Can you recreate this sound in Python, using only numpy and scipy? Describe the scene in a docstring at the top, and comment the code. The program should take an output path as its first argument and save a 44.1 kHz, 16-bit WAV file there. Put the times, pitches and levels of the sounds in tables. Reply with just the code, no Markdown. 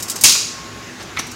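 """A brittle sample bursts with a bang under a hand-pumped hydraulic press in a small workshop.
Small cracks tick first; then the fracture releases the stored elastic energy, rings the steel and
overloads the microphone. The bang echoes off a wall, fragments fall, and the pump handle rubs,
knocks and clacks at its stop. Ventilation hums underneath, with a faint whine."""
import sys
import numpy as np
from scipy import signal
from scipy.fft import rfft, irfft
from scipy.io import wavfile
from scipy.ndimage import uniform_filter1d

SR = 44100
rng = np.random.default_rng(int(sys.argv[2]) if len(sys.argv) > 2 else 0)


def dump(signal):
    """Clip the signal to [-1, 1] and save it as 16-bit WAV at the path in sys.argv[1]."""
    limited = np.clip(np.atleast_2d(signal).T, -1, 1)
    pcm = np.round(limited * 32767).astype(np.int16)
    wavfile.write(sys.argv[1], SR, pcm)


N = 59535
TIME = np.arange(N) / SR
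FREQS = np.fft.rfftfreq(N, 1 / SR)


def amp(db):
    """Amplitude ratio of a level in decibels."""
    return 10 ** (np.asarray(db) / 20)


def unit(x):
    """Normalisation to an rms of 1."""
    return x / np.sqrt(np.mean(abs(x) ** 2) + 1e-20)


def read(points, hz):
    """Interpolation of a table on a logarithmic frequency axis."""
    frequency_hz, value = np.transpose(points)
    return np.interp(np.log(hz + 1), np.log(frequency_hz), value)


def delayed(x, start_s):
    """Time delay: the sound begins at start_s."""
    return np.concatenate([np.zeros(max(round(start_s * SR), 0)), x])[:N]


def noise(spectrum, tilt_db_per_octave=0):
    """Spectral shaping: white noise takes a given spectrum, tilted above 200 Hz, at an rms of 1."""
    gain = amp(read(spectrum, FREQS) + tilt_db_per_octave * np.log2(np.maximum(FREQS, 200)))
    return unit(irfft(rfft(rng.standard_normal(N)) * gain, N))


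def drift(rate_hz):
    """Low-pass noise: a slow random fluctuation with an rms of 1."""
    return unit(irfft(rfft(rng.standard_normal(N)) * np.exp(-(FREQS / rate_hz) ** 2), N))


def fade(t60_s, rise_s=1e-4):
    """Exponential damping after a linear rise: the level falls 60 dB in t60_s."""
    return np.minimum(TIME / rise_s, 1) * amp(-60 * TIME / t60_s)


def ring(modes):
    """Free vibration of struck metal: a sum of damped normal modes in random phase."""
    return sum(amp(level_db) * fade(t60_s) * np.sin(2 * np.pi * (pitch_hz * TIME + rng.random()))
               for pitch_hz, level_db, t60_s in modes)


def room(x, rise_s=0.011):
    """Reverberation: steady noise becomes a diffuse tail in which each band decays at its own rate."""
    # reverberation time of the workshop: frequency_hz, t60_s
    decay_times = [(100, 0.43), (1000, 0.44), (3000, 0.72), (6500, 0.61), (9000, 0.51), (15000, 0.36)]
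    hz, t, bands = signal.stft(x, SR, nperseg=256)
    decay = amp(-60 * t / read(decay_times, hz)[:, None])
    tail = signal.istft(bands * decay, SR, nperseg=256)[1]
    return tail[:N] * np.minimum(TIME / rise_s, 1)


def ventilation(hum_width_hz=10.3):
    """Broadband air noise, gently uneven, over a hum whose lines are widened by random modulation."""
    # air noise: frequency_hz, density_db
    air_spectrum = [(25, -22), (42, -29), (62, 5), (80, -10), (150, -1), (260, -4), (380, -2.5),
                    (560, -7.5), (1100, -6.5), (1900, -8), (3500, -12.5), (6800, -13.5), (8700, -26.5),
                    (12000, -29.5), (16000, -37)]
    # hum lines: pitch_hz, level_db
    hum_lines = [(104, -46), (245, -47), (334, -49)]
    bands = signal.stft(noise(air_spectrum), nperseg=1024)[2]
    # the level varies by 1.5 dB rms in patches of frequency and time
    patches = uniform_filter1d(rng.standard_normal(bands.shape), size=14, axis=0)
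    patches = unit(uniform_filter1d(patches, size=7, axis=1))
    air = signal.istft(bands * amp(1.5 * patches), nperseg=1024)[1][:N]
    out = amp(-35) * unit(air)
    for pitch_hz, level_db in hum_lines:
        modulation = drift(hum_width_hz) + 1j * drift(hum_width_hz)
        carrier = np.exp(2j * np.pi * pitch_hz * TIME)
        out += amp(level_db) * unit((modulation * carrier).real)
    return out


def whine(pitch_hz=1082, wander_hz=3):
    """Random frequency modulation makes a thin tone waver as it swells and fades."""
    # envelope of the tone: time_s, level_db
    envelope = [(0, -48), (0.09, -43.5), (0.22, -54), (0.46, -49.5), (0.62, -39), (0.72, -47.5),
                (0.85, -43.5), (0.95, -72), (1.35, -67)]
    hz = pitch_hz + wander_hz * drift(rate_hz=21)
    tone = unit(np.sin(2 * np.pi * np.cumsum(hz) / SR))
    return amp(np.interp(TIME, *np.transpose(envelope))) * tone


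def handle_rub(peak_s=1.012, width_s=0.013):
    """Sliding friction in the pivot gives a soft swell of noise as the pump handle swings up."""
    # friction noise: frequency_hz, density_db
    spectrum = [(700, -2), (1550, 0), (1900, -8), (2500, -2), (4000, -6), (5000, -5), (9000, -20),
                (16000, -35)]
    return amp(-33) * noise(spectrum) * np.exp(-((TIME - peak_s) / width_s) ** 2 / 2)


def handle_knocks():
    """Impact excitation: dull knocks of the handle drive the damped modes of its pivot."""
    # knocks: start_s, level_db, tilt_db_per_octave
    knocks = [(1.1655, -26, 3), (1.1710, -14.5, -1), (1.179, -18.5, -4)]
    # contact noise: frequency_hz, density_db
    spectrum = [(100, -15), (500, -26), (900, -10), (1700, -14), (2200, 0.5), (2800, -11.5), (3800, -7.5),
                (5000, -19), (16000, -41)]
    # pivot modes: pitch_hz, level_db, t60_s
    pivot_modes = [(1310, -14.5, 0.15), (2000, -6, 0.052), (2185, -7, 0.069), (2304, -10, 0.073)]
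    out = np.zeros(N)
    for start_s, level_db, tilt in knocks:
        hit = noise(spectrum, tilt) * fade(t60_s=0.031, rise_s=0.0013) + ring(pivot_modes)
        tail = amp(-20) * room(noise(spectrum, tilt))
        out += amp(level_db) * delayed(hit + tail, start_s)
    return out


def handle_clacks():
    """Hard contact at the stop excites the linkage's high modes, whose band lingers in the room."""
    # clacks: start_s, level_db
    clacks = [(1.1848, -39), (1.1890, -22), (1.1935, -17.5)]
    # contact noise: frequency_hz, density_db
    spectrum = [(60, -13), (220, 8), (600, -4), (1250, 1), (2000, -1.5), (4500, -1), (7000, -7),
                (11000, -11), (16000, -22)]
    # linkage modes: pitch_hz, level_db, t60_s
    linkage_modes = [(5675, -2.5, 0.049), (5910, 0, 0.047), (6380, -7, 0.028)]
    # reverberation of those modes: frequency_hz, density_db
    ringing_spectrum = [(4500, -40), (5400, -8), (5700, 0), (6100, -5), (6500, -6), (7500, -40)]
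    out = np.zeros(N)
    for start_s, level_db in clacks:
        hit = noise(spectrum) * fade(t60_s=0.06, rise_s=0.00076) + ring(linkage_modes)
        tail = room(amp(-18.5) * noise(spectrum) + amp(-19.5) * noise(ringing_spectrum))
        out += amp(level_db) * delayed(hit + tail, start_s)
    return out


def fragments_and_echo():
    """Impact and reflection: falling pieces and the bang's echo off a wall give short sharp transients."""
    # transients: start_s, level_db, tilt_db_per_octave
    transients = [(0.2506, -9, 0), (0.283, -19.5, -1.5), (0.2935, -7.5, 6.5), (0.320, -10.5, 8),
                  (0.352, -17.5, -1), (0.447, -40, 4)]
    # their noise: frequency_hz, density_db
    spectrum = [(80, -16), (300, -19), (1100, -3.5), (2000, -9.5), (2700, 1), (6000, -5.5), (9000, -17.5),
                (16000, -36)]
    envelope = fade(t60_s=0.082, rise_s=0.001)
    return sum(amp(level_db) * delayed(noise(spectrum, tilt) * envelope, start_s)
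               for start_s, level_db, tilt in transients)


def ticks():
    """Acoustic emission: each small crack snaps, rings the platen and echoes in the press and room."""
    # cracks: start_s, level_db, tilt_db_per_octave, relative_snap_db
    cracks = [(0.001, -26, -4, -4), (0.0246, -21, 2.5, -4), (0.0823, -25.5, -2.5, -5), (0.0987, -21, 2, 5),
              (0.1150, -27, -2, 4), (0.1584, -22, -3, -6), (0.1875, -37, -3, 5), (0.2109, -19, 3, 1),
              (0.2265, -29, -5.5, -7), (1.026, -38.5, -4, -8), (1.268, -37, 0, -1),
              (1.3134, -34, 1.5, -1.5)]
    # crack noise: frequency_hz, density_db
    spectrum = [(500, -18), (2800, -5.5), (3900, -5.5), (5200, 3.5), (7500, 5), (10000, -3.5),
                (12000, -3.5), (13500, -9), (16000, -9.5)]
    # ram and platen modes: pitch_hz, level_db, t60_s
    platen_modes = [(3840, -2.5, 0.089), (4840, -2.5, 0.11), (5420, -1.5, .18), (6500, -9, .1),
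                    (6440, -6, 0.29), (7600, 1, 0.06), (8780, 1.5, .07), (11920, 3.5, 0.035)]
    snap_envelope = amp(-1) * fade(t60_s=0.0072) + fade(t60_s=0.066)  # a click and a slower decay
    out = np.zeros(N)
    for start_s, level_db, tilt, relative_snap_db in cracks:
        snap = amp(relative_snap_db - 2) * noise(spectrum, tilt) * snap_envelope
        platen = amp(-9.5) * ring(platen_modes)
        echo = amp(0.5) * delayed(noise(spectrum, tilt) * fade(t60_s=0.068), start_s=0.0037)
        tail = amp(-13) * room(noise(spectrum, tilt))
        out += amp(level_db) * delayed(snap + platen + echo + tail, start_s)
    return out


def bang(start_s=0.2371):
    """Brittle fracture frees elastic energy as a bright snap and a broad blast; steel and room ring on."""
    # snap: frequency_hz, density_db
    snap_spectrum = [(1000, -33), (5000, -13), (8500, 1), (12000, -5.5), (16000, -14)]
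    # broad, bright blast with a weak low end: frequency_hz, density_db
    blast_spectrum = [(30, -25), (90, -16), (300, -20), (750, -17.5), (1700, -16.5), (2500, 2.5),
                      (3300, -6), (4500, -3.5), (6700, 3), (8500, -5.5), (16000, -16)]
    # modes of the steel press: pitch_hz, level_db, t60_s
    steel_modes = [(2428, -6, .55), (2497, -5, .6), (2751, -2, .6), (3251, -6, .55), (3721, -4, .5),
                   (3995, -4, .55), (4714, 0, .7), (4818, -2, .55), (4997, -4, .65), (5371, -3, .7),
                   (5739, -2, .55), (6125, -3, .5), (6735, -2, .55), (6833, -1, .6)]
    # reverberation of the bang: frequency_hz, density_db
    tail_spectrum = [(60, -16), (250, -8.5), (550, -27), (1200, -16), (1900, -15.5), (2550, -5),
                     (3100, -10.5), (4200, -3), (4800, 0), (6900, 2), (7700, -3), (10000, -8.5),
                     (16000, -16.5)]
    snap = amp(2) * noise(snap_spectrum) * fade(t60_s=0.037)
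    blast = amp(2.5) * noise(blast_spectrum) * fade(t60_s=0.11, rise_s=0.0046)
    steel = amp(-19.5) * ring(steel_modes)
    tail = amp(-4) * room(noise(tail_spectrum))
    return delayed(snap + blast + steel + tail, start_s)


def scene():
    """Superposition of all sources, equal in both channels and so heard in the centre."""
    mono = ventilation() + whine() + ticks() + bang() + fragments_and_echo()
    mono += handle_rub() + handle_knocks() + handle_clacks()
    return np.array([mono, mono])


def record(dry, clip_level=0.91, knee=2.8, low_cut_hz=42, high_cut_hz=15950):
    """Soft saturation: the microphone flattens the bang's peaks and passes a limited band."""
    clipped = dry / (1 + abs(dry / clip_level) ** knee) ** (1 / knee)
    high_pass = 1 - 1 / (1 + (FREQS / low_cut_hz) ** 4)
    thinned = irfft(rfft(clipped) * high_pass, N)
    low_pass = signal.firwin(511, high_cut_hz, window=("kaiser", 9), fs=SR)
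    return signal.oaconvolve(thinned, low_pass[None], "same")


dry = scene()
out = record(dry)
dump(out)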